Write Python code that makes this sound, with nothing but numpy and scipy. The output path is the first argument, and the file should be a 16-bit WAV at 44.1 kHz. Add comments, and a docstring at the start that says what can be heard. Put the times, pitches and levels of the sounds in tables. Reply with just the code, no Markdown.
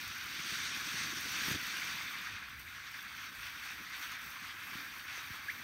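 """On open ground at night, a fountain firework burns a few metres away.
Its jet of gas roars and flutters, brighter when it pushes harder. Burning grains sizzle and crack
above it, the nozzle rumbles and spits low puffs, and one spark whistles off.
A nearby wall returns a faint echo, and the night air rumbles softly underneath."""
import sys
import numpy as np
from scipy import signal
from scipy.fft import rfft
from scipy.io import wavfile
from scipy.ndimage import uniform_filter1d, map_coordinates

SR = 44100
rng = np.random.default_rng(int(sys.argv[2]) if len(sys.argv) > 2 else 0)


def unload_audio(sound):
    """Save the sound as a 16-bit wav file, at the path given as the first command line argument."""
    columns = np.transpose(np.atleast_2d(sound))
    # keep every value between -1 and 1, then stretch to whole-number steps
    steps = np.round(np.clip(columns, -1, 1) * 32767)
    wavfile.write(sys.argv[1], SR, steps.astype(np.int16))


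N = 248283
TIME = np.arange(N) / SR

# The jet builds up, chokes, then settles to a weaker burn: time_s, roar_db, brightness_db
JET_BURN = [(0, -43.5, 2), (.2, -43.5, -0.5), (.53, -40.5, 4.5), (.8, -40.5, 2.5), (1.26, -41.5, 3.5),
            (1.4, -36.5, 2), (1.53, -39, 5), (1.585, -42, 0.5), (1.64, -40, 1), (1.9, -40, 1.4),
            (2.13, -42, -2.5), (2.32, -42.5, -2), (2.38, -44, -4), (2.54, -47.5, -4.5), (2.8, -47, -2.5),
            (3.5, -46.5, -2.5), (3.9, -46, -2), (5.63, -45.5, -3.5)]
# The tone of the sparks, from low to high: pitch_hz, level_db
SPARK_TONE = [(700, -7.5), (2000, -8.5), (5000, -1), (8500, -3.5), (11000, -4), (12500, 0), (14200, 3),
              (15700, -1.5)]


def jet(level_db=-2.0, dull_hz=1900, bright_hz=4600, nozzle_hz=1400, widening_db_per_s=0.42):
    """Swirling gas roars, brighter as it pushes harder, fuller in the lows as the nozzle burns wider."""
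    # The tone of the roar: pitch_hz, level_db
    tone = [(250, -44), (550, -28.5), (800, -16), (1000, -9), (1250, -2), (1550, 3), (2000, 1.2),
            (2450, 1.4), (3700, -5), (5000, -7), (6000, -9), (7000, -16), (9000, -20), (12000, -31),
            (16000, -76)]
    # Spurts of gas as the powder burns unevenly: peak_s, length_s, rise_db
    spurts = [(1.01, 0.15, 2.5), (2.76, .08, 1.5), (2.87, 0.08, 2), (2.96, 0.12, 2.5), (3.07, .1, 1),
              (3.23, 0.19, 2.5), (3.46, 0.14, 4), (3.67, 0.26, 2.5), (3.95, 0.11, 3.5), (4.04, 0.13, 4),
              (4.13, .11, 4), (4.475, 0.16, 3), (4.76, 0.21, 2.5), (5.15, 0.24, 4), (5.34, 0.14, 2)]
    # Slag (melted ash) briefly chokes the nozzle: deepest_s, length_s, fall_db
    chokes = [(1.15, 0.12, 0.5), (2.64, 0.082, 3), (3.31, 0.038, 5), (4.56, .1, 1), (5.04, 0.063, 3)]
    # Cut noise into short slices, so that each pitch can rise and fall by itself.
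    hz, t, slices = signal.stft(rng.standard_normal(N), SR, nperseg=512, noverlap=384)
    brightness_db = curve(JET_BURN, t, column=2) + 0.45 * swells(spurts, t)
    highs = np.clip(np.log((hz + 1) / dull_hz) / np.log(bright_hz / dull_hz), 0, 1.35)
    lows = np.clip(2 * np.log2(nozzle_hz / (hz + 1)), 0, 1)
    gain_db = spectrum(tone, hz)[:, None] + np.outer(highs, brightness_db)
    gain_db += np.outer(lows, .3 + widening_db_per_s * t)
    swirls_db = 1.78 * patches(slices.shape, pitch_steps=7, time_steps=4)
    flutter_db = 0.5 * wander(t, slow_hz=22, fast_hz=90)
    sputter_db = 0.4 * wander(t, slow_hz=7, fast_hz=20)
    gain_db += flutter_db + sputter_db + swirls_db
    gas = signal.istft(slices * amp(gain_db), SR, nperseg=512, noverlap=384)[1][:N]
    gas /= band_strength(gas, 1000, 2700)
    return gas * amp(curve(JET_BURN, TIME) + swells(spurts, TIME) - swells(chokes, TIME) + level_db)


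def thrust(t, full_roar_db=-40, bright_share=0.39):
    """How hard the jet pushes, in dB against its full roar; a brighter jet is a faster one."""
    return curve(JET_BURN, t) - full_roar_db + bright_share * curve(JET_BURN, t, column=2)


def sizzle(level_db=-57, grains_per_s=5000, spread_db=3.0, flutter_db=0.85):
    """Thousands of burning grains each give a tiny snap; the smallest blur into a hiss."""
    # Showers of sparks as a pellet catches fire: peak_s, length_s, rise_db
    showers = [(.03, 0.18, 2), (.83, .2, -0.5), (1.21, .2, 1), (1.49, 0.22, 4), (2.6, 0.15, 2.5),
               (2.98, 0.2, 0.5), (3.44, .3, 3.5), (3.68, 0.26, 2.5), (4.02, 0.23, 6.5), (4.29, 0.28, 4),
               (4.76, 0.57, 3.5), (5.0, 0.18, 3.5), (5.25, 0.46, 3.5), (5.54, .25, 3.5)]
    # Lulls in the sparks: deepest_s, length_s, fall_db
    lulls = [(.13, .1, 2), (.39, .2, 2), (.7, .14, 7), (2.38, 0.48, 6), (2.82, .2, 4), (4.51, 0.13, 2)]
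    sizes = amp(spread_db * np.minimum(rng.exponential(1, N), 5.5)) * rng.choice([-1, 1], N)
    snaps = unit(sizes * (rng.random(N) < grains_per_s / SR))
    hiss = 0.58 * rng.standard_normal(N)
    fizz = colour(snaps + hiss, lambda hz: spectrum(SPARK_TONE, hz))
    fizz /= band_strength(fizz, 11000, 15500)
    t = np.linspace(0, TIME[-1], 3000)
    clumps = np.interp(TIME, t, wander(t, slow_hz=4.5, fast_hz=60))
    sparks_db = 0.76 * thrust(TIME) + swells(showers, TIME) - swells(lulls, TIME)
    return fizz * amp(level_db + sparks_db + flutter_db * clumps)


def cracks(boost_db=10.5, spray=0.22, fade_s=.0005, low_cut_hz=5000):
    """A larger grain bursts: one thin, sharp spike and a brief spray of fragments."""
    # Single sparks bursting: start_s, level_db (before the boost and filters)
    bursts = [(0.08, -34), (0.0894, -43), (0.153, -39), (0.1839, -38), (0.2432, -37), (0.2594, -38),
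              (0.7636, -40), (1.211, -29), (1.668, -32), (1.7694, -35), (1.8261, -49), (2.2183, -47),
              (2.2397, -41), (2.4986, -41), (2.5969, -37), (2.9172, -41), (3.0279, -38), (3.3986, -47),
              (4.1189, -39), (4.3045, -38)]
    out, t = np.zeros(N), np.arange(200) / SR
    for start_s, db in bursts:
        burst = spray * rng.standard_normal(len(t)) * np.exp(-t / fade_s)
        burst[0] = 1
        add(out, start_s, amp(db + boost_db) * burst)
    thin = signal.lfilter(*signal.butter(1, low_cut_hz, "highpass", fs=SR), out)
    return colour(thin, lambda hz: spectrum(SPARK_TONE, hz))


def rumble(level_db=-59, lumpy_db=2.5):
    """Uneven burning pushes gas out in low lumps, louder as the jet pushes harder."""
    # The tone of the rumble: pitch_hz, level_db
    tone = [(20, -27), (45, -7), (70, -5), (120, 1.5), (220, 3), (300, 3.5), (380, -4.5), (520, -10),
            (900, -16.5), (2500, -55)]
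    # Swells of gas from the nozzle: peak_s, length_s, rise_db
    belches = [(1.08, 0.67, 5), (1.525, 0.26, 9.5), (1.85, 0.52, 0), (3.31, 0.11, 6), (3.8, 0.14, 7.5),
               (4.26, .12, 6), (4.77, 0.47, 5), (5.61, 0.068, 10.5)]
    low = unit(colour(rng.standard_normal(N), lambda hz: spectrum(tone, hz)))
    t = np.linspace(0, TIME[-1], 3000)
    lumps = np.interp(TIME, t, wander(t, slow_hz=9.1, fast_hz=45))
    return unit(low * amp(lumpy_db * lumps)) * amp(level_db + 1.105 * thrust(TIME) + swells(belches, TIME))


def puffs():
    """Slag clears the nozzle and the freed gas gives one bump of pressure between two dips."""
    # Puffs spat by the nozzle: peak_s, level_db, pitch_hz
    spits = [(0.397, -46, 200), (.403, -49, 150), (1.4848, -38, 228), (1.517, -33.5, 136), (1.55, -42, 85),
             (1.561, -32.5, 192), (4.7562, -41, 197), (5.179, -46, 500), (5.306, -43.5, 191),
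             (5.314, -48, 90)]
    out = np.zeros(N)
    for peak_s, level_db, pitch_hz in spits:
        from_peak = (np.pi * pitch_hz * (TIME - peak_s)) ** 2
        out += amp(level_db) * (1 - 2 * from_peak) * np.exp(-from_peak)
    return out


def whistle(start_s=5.483, length_s=.0245, level_db=-33.5, from_hz=1640, to_hz=2600, spin_hz=120):
    """Gas escaping from one spinning grain sings a short, warbling note that rises ever faster."""
    out, t = np.zeros(N), np.arange(0, length_s, 1 / SR)
    pitch_hz = from_hz + (to_hz - from_hz) * (t / length_s) ** 2.27
    fades = np.minimum(t / .002, 1) * np.minimum((length_s - t) / .003, 1)
    warble = 1 + .3 * np.cos(2 * np.pi * spin_hz * t)
    note = np.sin(2 * np.pi * np.cumsum(pitch_hz) / SR)
    add(out, start_s, amp(level_db) * fades * warble * note)
    return out


def shimmer(x, depth_db=1.0, full_hz=8000):
    """Rising hot air bends the sound, so patches of the treble fade in and out."""
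    hz, _, slices = signal.stft(x, SR, nperseg=512, noverlap=384)
    flicker = patches(slices.shape, pitch_steps=9, time_steps=22)
    slices *= amp(depth_db * np.minimum(hz / full_hz, 1)[:, None] * flicker)
    return signal.istft(slices, SR, nperseg=512, noverlap=384)[1][:N]


def wall(x, body_db=-11.5, hiss_db=-5.5, split_hz=2700, dull_hz=7200, lead_ms=.18):
    """A wall returns one echo; its treble comes back upside down, a hair after the lower part."""
    # The echo's delay shifts as the listener drifts: time_s, delay_ms
    delays = [(0, 16.79), (.6, 16.78), (2.2, 16.74), (2.6, 16.70), (5.63, 16.645)]
    delay_ms = curve(delays, TIME)
    body = low_pass(x, split_hz)
    hiss = low_pass(x, dull_hz) - body
    return amp(body_db) * delayed(body, delay_ms - lead_ms) - amp(hiss_db) * delayed(hiss, delay_ms)


def ground_echoes(x, level_db=-17, fade_s=0.2, dull_hz=5000):
    """The ground and things around scatter back many weak, dull echoes."""
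    t = np.arange(12000) / SR
    echoes = rng.standard_normal(len(t)) * (rng.random(len(t)) < .05) * amp(-60 * t / fade_s)
    echoes = signal.lfilter(*signal.butter(1, dull_hz, fs=SR), echoes / np.linalg.norm(echoes))
    return amp(level_db) * signal.oaconvolve(x, echoes)[:N]


def night(level_db=-67.5):
    """The open air rumbles faintly and swells in gusts."""
    # The tone of the far-off rumble: pitch_hz, level_db
    tone = [(18, -43), (32, -14), (48, -4), (62, -0.5), (100, 2), (140, -10), (300, -23.5), (1000, -39),
            (4000, -65)]
    # Gusts stirring the air: peak_s, length_s, rise_db
    gusts = [(.08, 0.11, 7), (1.54, .2, 10), (2.33, .12, 8), (2.58, 0.52, 8.5), (3.42, 0.22, 7)]
    low = unit(colour(rng.standard_normal(N), lambda hz: spectrum(tone, hz)))
    return low * amp(level_db + swells(gusts, TIME))


def amp(db):
    """Turns decibels into a number to multiply by."""
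    return 10 ** (np.asarray(db) / 20)


def unit(x):
    """Scales a signal to an average strength (rms) of 1."""
    return x / np.sqrt(np.mean(x ** 2) + 1e-20)


def curve(rows, t, column=1):
    """Reads one column of a table at the times t."""
    rows = np.asarray(rows)
    return np.interp(t, rows[:, 0], rows[:, column])


def swells(rows, t):
    """Adds up smooth humps in dB, one for each row."""
    return sum(db * np.cos(np.pi * np.clip((t - peak_s) / length_s, -.5, .5)) ** 2
               for peak_s, length_s, db in rows)


def spectrum(tone, hz):
    """Reads a tone table's level in dB at the pitches hz."""
    pitch_hz, level_db = np.transpose(tone)
    return np.interp(np.log(hz + 1), np.log(pitch_hz), level_db)


def colour(x, db_at, size=4096):
    """Turns each pitch up or down by db_at(hz), with a filter that rings only after the sound."""
    log_gain = np.log(amp(db_at(abs(np.fft.fftfreq(size, 1 / SR)))))
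    taps = np.fft.ifft(np.exp(np.conj(signal.hilbert(log_gain)))).real
    return signal.oaconvolve(x, taps[:size // 2])[:N]


def band_strength(x, low_hz, high_hz):
    """Average strength (rms) of a sound between two pitches."""
    hz = np.fft.rfftfreq(N, 1 / SR)
    return np.sqrt(2 * np.sum(abs(rfft(x)[(hz > low_hz) & (hz < high_hz)]) ** 2)) / N


def wander(t, slow_hz, fast_hz, count=60):
    """A random wobble of strength 1, made of waves between two rates."""
    rates = np.geomspace(slow_hz, fast_hz, count) * rng.uniform(.95, 1.05, count)
    return unit(np.sin(2 * np.pi * (np.outer(t, rates) + rng.random(count))).sum(1))


def patches(shape, pitch_steps, time_steps):
    """Random blotches of strength 1, spread over pitch and time."""
    blurred = uniform_filter1d(rng.standard_normal(shape), size=pitch_steps, axis=0)
    return unit(uniform_filter1d(blurred, size=time_steps, axis=1))


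def low_pass(x, hz):
    """Softens everything above hz without delaying the sound."""
    return signal.sosfiltfilt(signal.butter(4, hz, fs=SR, output="sos"), x)


def delayed(x, ms):
    """Delays a sound by a changing number of milliseconds."""
    return map_coordinates(x, [np.arange(N) - ms * SR / 1000], order=3)


def add(mix, start_s, sound):
    """Mixes a sound in at start_s."""
    part = mix[round(start_s * SR):][:len(sound)]
    part += sound[:len(part)]


def scene():
    """The firework, its echoes and the night air, the same in both channels."""
    plume = shimmer(jet() + sizzle()) + cracks() + whistle()
    fire = plume + rumble() + puffs()
    return np.tile(fire + wall(plume) + ground_echoes(fire) + night(), (2, 1))


def record(dry, low_cut_hz=28, high_cut_hz=15780):
    """The microphone loses the deepest bass, the highest treble and a few bands in between."""
    # Dips in what the microphone picks up: pitch_hz, half_width_hz, gain_db
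    dips = [(1860, 310, -1.5), (2887, 396, -4.5), (4103, 205, -4), (5110, 335, -5.5), (7320, 610, -6.5),
            (8900, 270, -1.5), (10320, 560, -6)]

    def dips_db(hz):
        """All the dips added up at each pitch."""
        return sum(db * np.exp(-((hz - centre) / width) ** 2) for centre, width, db in dips)
    heard = signal.sosfilt(signal.butter(2, low_cut_hz, "highpass", fs=SR, output="sos"), dry)
    high_cut = signal.firwin(1023, high_cut_hz, window=("kaiser", 9), fs=SR)
    return np.array([signal.oaconvolve(colour(x, dips_db), high_cut, "same") for x in heard])


dry = scene()
out = record(dry)
unload_audio(out)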